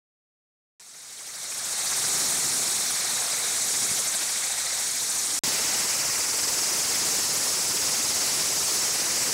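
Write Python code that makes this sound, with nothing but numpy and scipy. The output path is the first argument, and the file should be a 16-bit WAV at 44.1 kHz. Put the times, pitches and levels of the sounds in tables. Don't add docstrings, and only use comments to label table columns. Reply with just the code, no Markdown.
import sys
import numpy as np
from scipy import signal
from scipy.fft import rfft, irfft, next_fast_len
from scipy.io import wavfile
from scipy.ndimage import map_coordinates

SR = 44100
rng = np.random.default_rng(int(sys.argv[2]) if len(sys.argv) > 2 else 0)


def store_wav(level_fs):
    pcm = np.round(np.clip(np.atleast_2d(level_fs), -1, 1) * 32767)
    wavfile.write(sys.argv[1], SR, pcm.T.astype(np.int16))


def attenuation_scalar(level_db):
    decades = np.asarray(level_db, float) / 20
    return 10 ** decades


N = 411453


def in_time(rows, t):
    s, *columns = np.transpose(rows)
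    return [np.interp(t, s, c) for c in columns]


def at_hz(points, hz):
    f, value = np.transpose(points)
    return np.interp(np.log(hz), np.log(f), value)


def drift(rate_hz, size):
    step = 40
    settling = 2000
    r = np.exp(-2 * np.pi * rate_hz * step / SR)
    coarse = rng.standard_normal(size // step + settling + 2)
    slow = signal.lfilter([1], [1, -2 * r, r * r], coarse)[settling:]
    return np.interp(np.arange(size) / step, np.arange(len(slow)), slow / slow.std())


def throb(turns, second, lag):
    return np.cos(2 * np.pi * turns - lag) + second * np.cos(4 * np.pi * turns - 2 * lag)


LAYER_EDGES_HZ = [110, 500, 1400, 2850, 4500, 9000]


def throbbing_layers(noise, hz, turns, size, depth, second, surge_db, near_db, own_db):
    length = len(turns)
    grip = 1 + 0.28 * drift(1.9, length)
    surge, near = drift(21.0, length), drift(14.0, length)
    layers = np.zeros((len(LAYER_EDGES_HZ) + 1, length))
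    for centre_hz in 25 * 2 ** (np.arange(29) / 3):
        away = np.clip(3 * np.log2(hz / centre_hz), -1, 1)
        band = irfft(noise * np.cos(np.pi / 2 * away) ** 2, size)[:length]
        near = 0.73 * near + 0.31 * drift(27.0, length)
        lag = 0.88 * drift(0.78, length)
        swing_db = at_hz(depth, centre_hz) * grip * throb(turns, second, lag)
        swing_db += surge_db * surge + near_db * near + own_db * drift(46.0, length)
        layers[np.searchsorted(LAYER_EDGES_HZ, centre_hz)] += band * attenuation_scalar(swing_db)
    return layers


def ring_wall(layers, noise, hz, turns, size, ring, levels_db, shares, ring_swing_db, ring_follows):
    length = len(turns)
    for ring_hz, width_hz, lift_db in ring:
        mode = irfft(noise * np.exp(-2 * ((hz - ring_hz) / width_hz) ** 2), size)[:length]
        angle = 2 * np.pi * (turns + rng.random()) + drift(0.85, length)
        gain_db = lift_db + ring_swing_db * np.cos(angle)
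        gain_db += 0.51 * drift(2.0, length) + 0.71 * drift(22.0, length)
        layer = np.searchsorted(LAYER_EDGES_HZ, ring_hz)
        gain_db += ring_follows * (levels_db[layer] - shares[layer][0])
        layers[layer] += mode * (attenuation_scalar(gain_db) - 1)


def layer_levels(sweep, shares, t):
    bite_db, splash_db = in_time(sweep, t)
    return [db + by_bite * bite_db + by_splash * splash_db for db, by_bite, by_splash in shares]


def with_echoes(x, turns, echoes):
    at, out = np.arange(len(x)), x.copy()
    for lag_s, db, sweep_s, wander_s in echoes:
        angle = 2 * np.pi * (turns + rng.random())
        late = lag_s + sweep_s * np.cos(angle) + wander_s * drift(0.95, len(x))
        out += attenuation_scalar(db) * map_coordinates(x, [at - late * SR], order=3, mode="mirror")
    return out / np.sqrt(1 + sum(attenuation_scalar(2 * row[1]) for row in echoes))


def blast(span_s, sweep, shares, colour, spin, depth, ring, echoes,
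          ring_swing_db, second, surge_db, near_db, own_db, ring_follows):
    start, stop = round(span_s[0] * SR), min(round(span_s[1] * SR), N)
    t, size = np.arange(start, stop) / SR, next_fast_len(stop - start)
    hz = np.maximum(np.arange(size // 2 + 1) * SR / size, 1)
    noise = rfft(rng.standard_normal(size)) * attenuation_scalar(at_hz(colour, hz))
    turns_per_s, = in_time(spin, t)
    turns = np.cumsum(turns_per_s) / SR
    layers = throbbing_layers(noise, hz, turns, size, depth, second, surge_db, near_db, own_db)
    levels_db = layer_levels(sweep, shares, t)
    ring_wall(layers, noise, hz, turns, size, ring, levels_db, shares, ring_swing_db, ring_follows)
    direct = sum(attenuation_scalar(db) * x / x.std() for db, x in zip(levels_db, layers))
    out = np.zeros(N)
    out[start:stop] = with_echoes(direct, turns, echoes)
    return out


SIDE_START_S = .7975
# f/Hz, spectral level/(dB per Hz)
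SIDE_COLOUR = [(20, -50), (60, -8.5), (135, -7), (622, -4), (760, -1), (1040, -4.5), (2300, -5),
               (2880, -10.5), (3860, -0.5), (4930, -6.5), (5650, -3), (8900, -3), (11500, -12.5),
               (14400, -19.5), (15800, -22)]
# t/s, rate/(turns per s)
SIDE_SPIN = [(.8, 12.3), (1.5, 12.8), (2.2, 19), (2.6, 22.8), (3.0, 19.6), (3.5, 17), (4.0, 12),
             (4.5, 14.3), (5.4, 12.5)]
# f/Hz, swing/dB
SIDE_THROB = [(100, 2), (800, 1.94), (3000, 1.2), (6000, 1.64), (12000, 1.3)]
# f/Hz, width/Hz, lift/dB
SIDE_RING = [(1254, 190, 3), (2170, 300, 1.5), (4140, 480, 1), (4400, 270, 2), (5500, 320, 1),
             (6060, 170, 1.5), (6800, 210, 2.5), (7100, 240, 0.5), (7720, 150, 2), (8020, 250, 2.5),
             (8570, 230, 2.5), (9170, 140, 2.5), (9970, 250, 1.5), (10500, 340, 3.5), (13300, 600, 2)]
# t/s, bite into the steel/dB, splash thrown towards the listener/dB
SIDE_SWEEP = [(.8, -1.5, 0), (1.85, -2.5, 0.5), (2.15, 5.5, 2), (2.5, 5.5, 1), (2.75, 3.5, -0.2),
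              (3.0, -2, 1.2), (3.25, -2, 2.3), (3.55, -0.5, 0), (3.85, 4.5, 0.5), (4.1, -2, -0.2),
              (4.4, -3.5, -1), (4.62, -6.5, 0.5), (4.95, -2.5, -3), (5.39, 1.5, -1.3)]
# level/dB, share of the bite/1, share of the splash/1
SIDE_LAYERS = [(-63, .9, -.2), (-49, 1.14, .1), (-41.5, 0.19, 0.92), (-39, 0.043, 0.44),
               (-36.5, 0.087, 0.4), (-27, 0.3, -0.013), (-34, 0.37, -0.014)]


def side_jet():
    return blast((SIDE_START_S, 5.3905), SIDE_SWEEP, SIDE_LAYERS, SIDE_COLOUR, SIDE_SPIN, SIDE_THROB,
                 SIDE_RING, echoes=[], ring_swing_db=0.5, second=0.71, surge_db=0.43, near_db=0.76,
                 own_db=1.5, ring_follows=0.36)


# multiple of the cycle/1, rms level/dB
ENGINE_ORDERS = [(3, -86), (6, -70), (9, -77), (11, -79), (12, -66.5), (13, -66), (15, -69), (18, -74),
                 (21, -74), (23, -74)]


def engine():
    cycle_hz, waver, flicker_db = 10.47, .003, 2.5
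    cycles = np.cumsum(cycle_hz * (1 + waver * drift(.6, N))) / SR
    hum = np.zeros(N)
    for multiple, db in ENGINE_ORDERS:
        peak = np.sqrt(2) * attenuation_scalar(db + flicker_db * drift(1.5, N))
        hum += peak * np.sin(2 * np.pi * (multiple * cycles + rng.random()))
    return hum


# t/s, starting level/dB, f/Hz
THUDS = [(3.913, -25, 190.3), (5.4765, -23, 250)]


def thuds():
    t60_s = 0.026
    out = np.zeros(N)
    for s, db, hz in THUDS:
        t = np.maximum(np.arange(N) / SR - s, 0)
        out += attenuation_scalar(db - 60 * t / t60_s) * np.sin(2 * np.pi * hz * t)
    return out


# f/Hz, spectral level/(dB per Hz)
FRONT_COLOUR = [(20, -45), (60, -16.5), (135, -9.5), (413, -6.5), (1600, -8.5), (2100, -6.5), (2600, -8.5),
                (3500, -7.5), (4700, -0.5), (6000, 1), (8050, -0.5), (9220, -4.5), (10600, -5.5),
                (12300, -13.5), (15800, -15)]
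# t/s, rate/(turns per s)
FRONT_SPIN = [(5.4, 19), (6.4, 20.8), (7.0, 17.5), (8.2, 17.3), (9.33, 18.7)]
# f/Hz, swing/dB
FRONT_THROB = [(100, 3.7), (800, 1.8), (2500, 1.6), (4500, 1.9), (8000, 1.4), (12000, 0.33)]
# delay/s, level/dB, sweep by the turning nozzle/s, slow wander/s
FRONT_ECHOES = [(.0022, -31, 0.000023, .00001)]
# f/Hz, width/Hz, lift/dB
FRONT_RING = [(2030, 100, 1.1), (4700, 140, 1.8), (5110, 280, 1.8), (5400, 230, 3), (5950, 230, 2.5),
              (6640, 430, 2.5), (7040, 130, 1.5), (7500, 110, 3.7), (7920, 290, 3.6), (8480, 91, 3.3),
              (8920, 180, 2.1), (10650, 250, 0.99)]
# t/s, bite into the steel/dB, splash thrown towards the listener/dB
FRONT_SWEEP = [(5.44, 5.5, 1.46), (5.7, 2, 1.8), (6.1, -4, 1.1), (6.5, -1.2, -0.59), (6.9, 1.2, 0.43),
               (7.25, 1.5, -.3), (7.5, -0.3, -0.74), (7.8, 0.8, -0.51), (8.25, 2.5, .5), (8.7, 1, -1.3),
               (9.0, 0.5, 1.7), (9.33, 0, 0.35)]
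# level/dB, share of the bite/1, share of the splash/1
FRONT_LAYERS = [(-56, .2, -.3), (-43.5, 0.66, -0.4), (-38.5, .1, 0.12), (-37.5, .05, .99), (-37, 0.75, .05),
                (-25.3, 0.057, -.1), (-32.5, 0.17, -0.44)]


def front_jet():
    return blast((5.4358, 9.34), FRONT_SWEEP, FRONT_LAYERS, FRONT_COLOUR, FRONT_SPIN, FRONT_THROB,
                 FRONT_RING, FRONT_ECHOES, ring_swing_db=1.5, second=0.17, surge_db=0.6, near_db=-0.4,
                 own_db=1.07, ring_follows=1.2)


def scene():
    side = side_jet()
    hum = engine()
    front = front_jet()
    side += hum * (side != 0)
    front += attenuation_scalar(1.5) * hum * (front != 0)
    return np.tile(side + front + thuds(), (2, 1))


def band_limit(x):
    return signal.sosfilt(signal.butter(12, 16940, fs=SR, output="sos"), x)


def record(dry):
    clip_top, low_cut_hz, top_cut_hz = .108, 32, 15740
    flat = dry / (1 + (dry / clip_top) ** 4) ** (1 / 4)
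    flat = signal.sosfilt(signal.butter(2, low_cut_hz, "high", fs=SR, output="sos"), flat)
    fade_db = np.interp(np.arange(N) / SR, [SIDE_START_S, 1.82], [-21, 0])
    faded = flat * attenuation_scalar(fade_db)
    mix = signal.sosfilt(signal.ellip(12, .3, 70, top_cut_hz, fs=SR, output="sos"), faded)
    return band_limit(mix)


dry = scene()
out = record(dry)
store_wav(out)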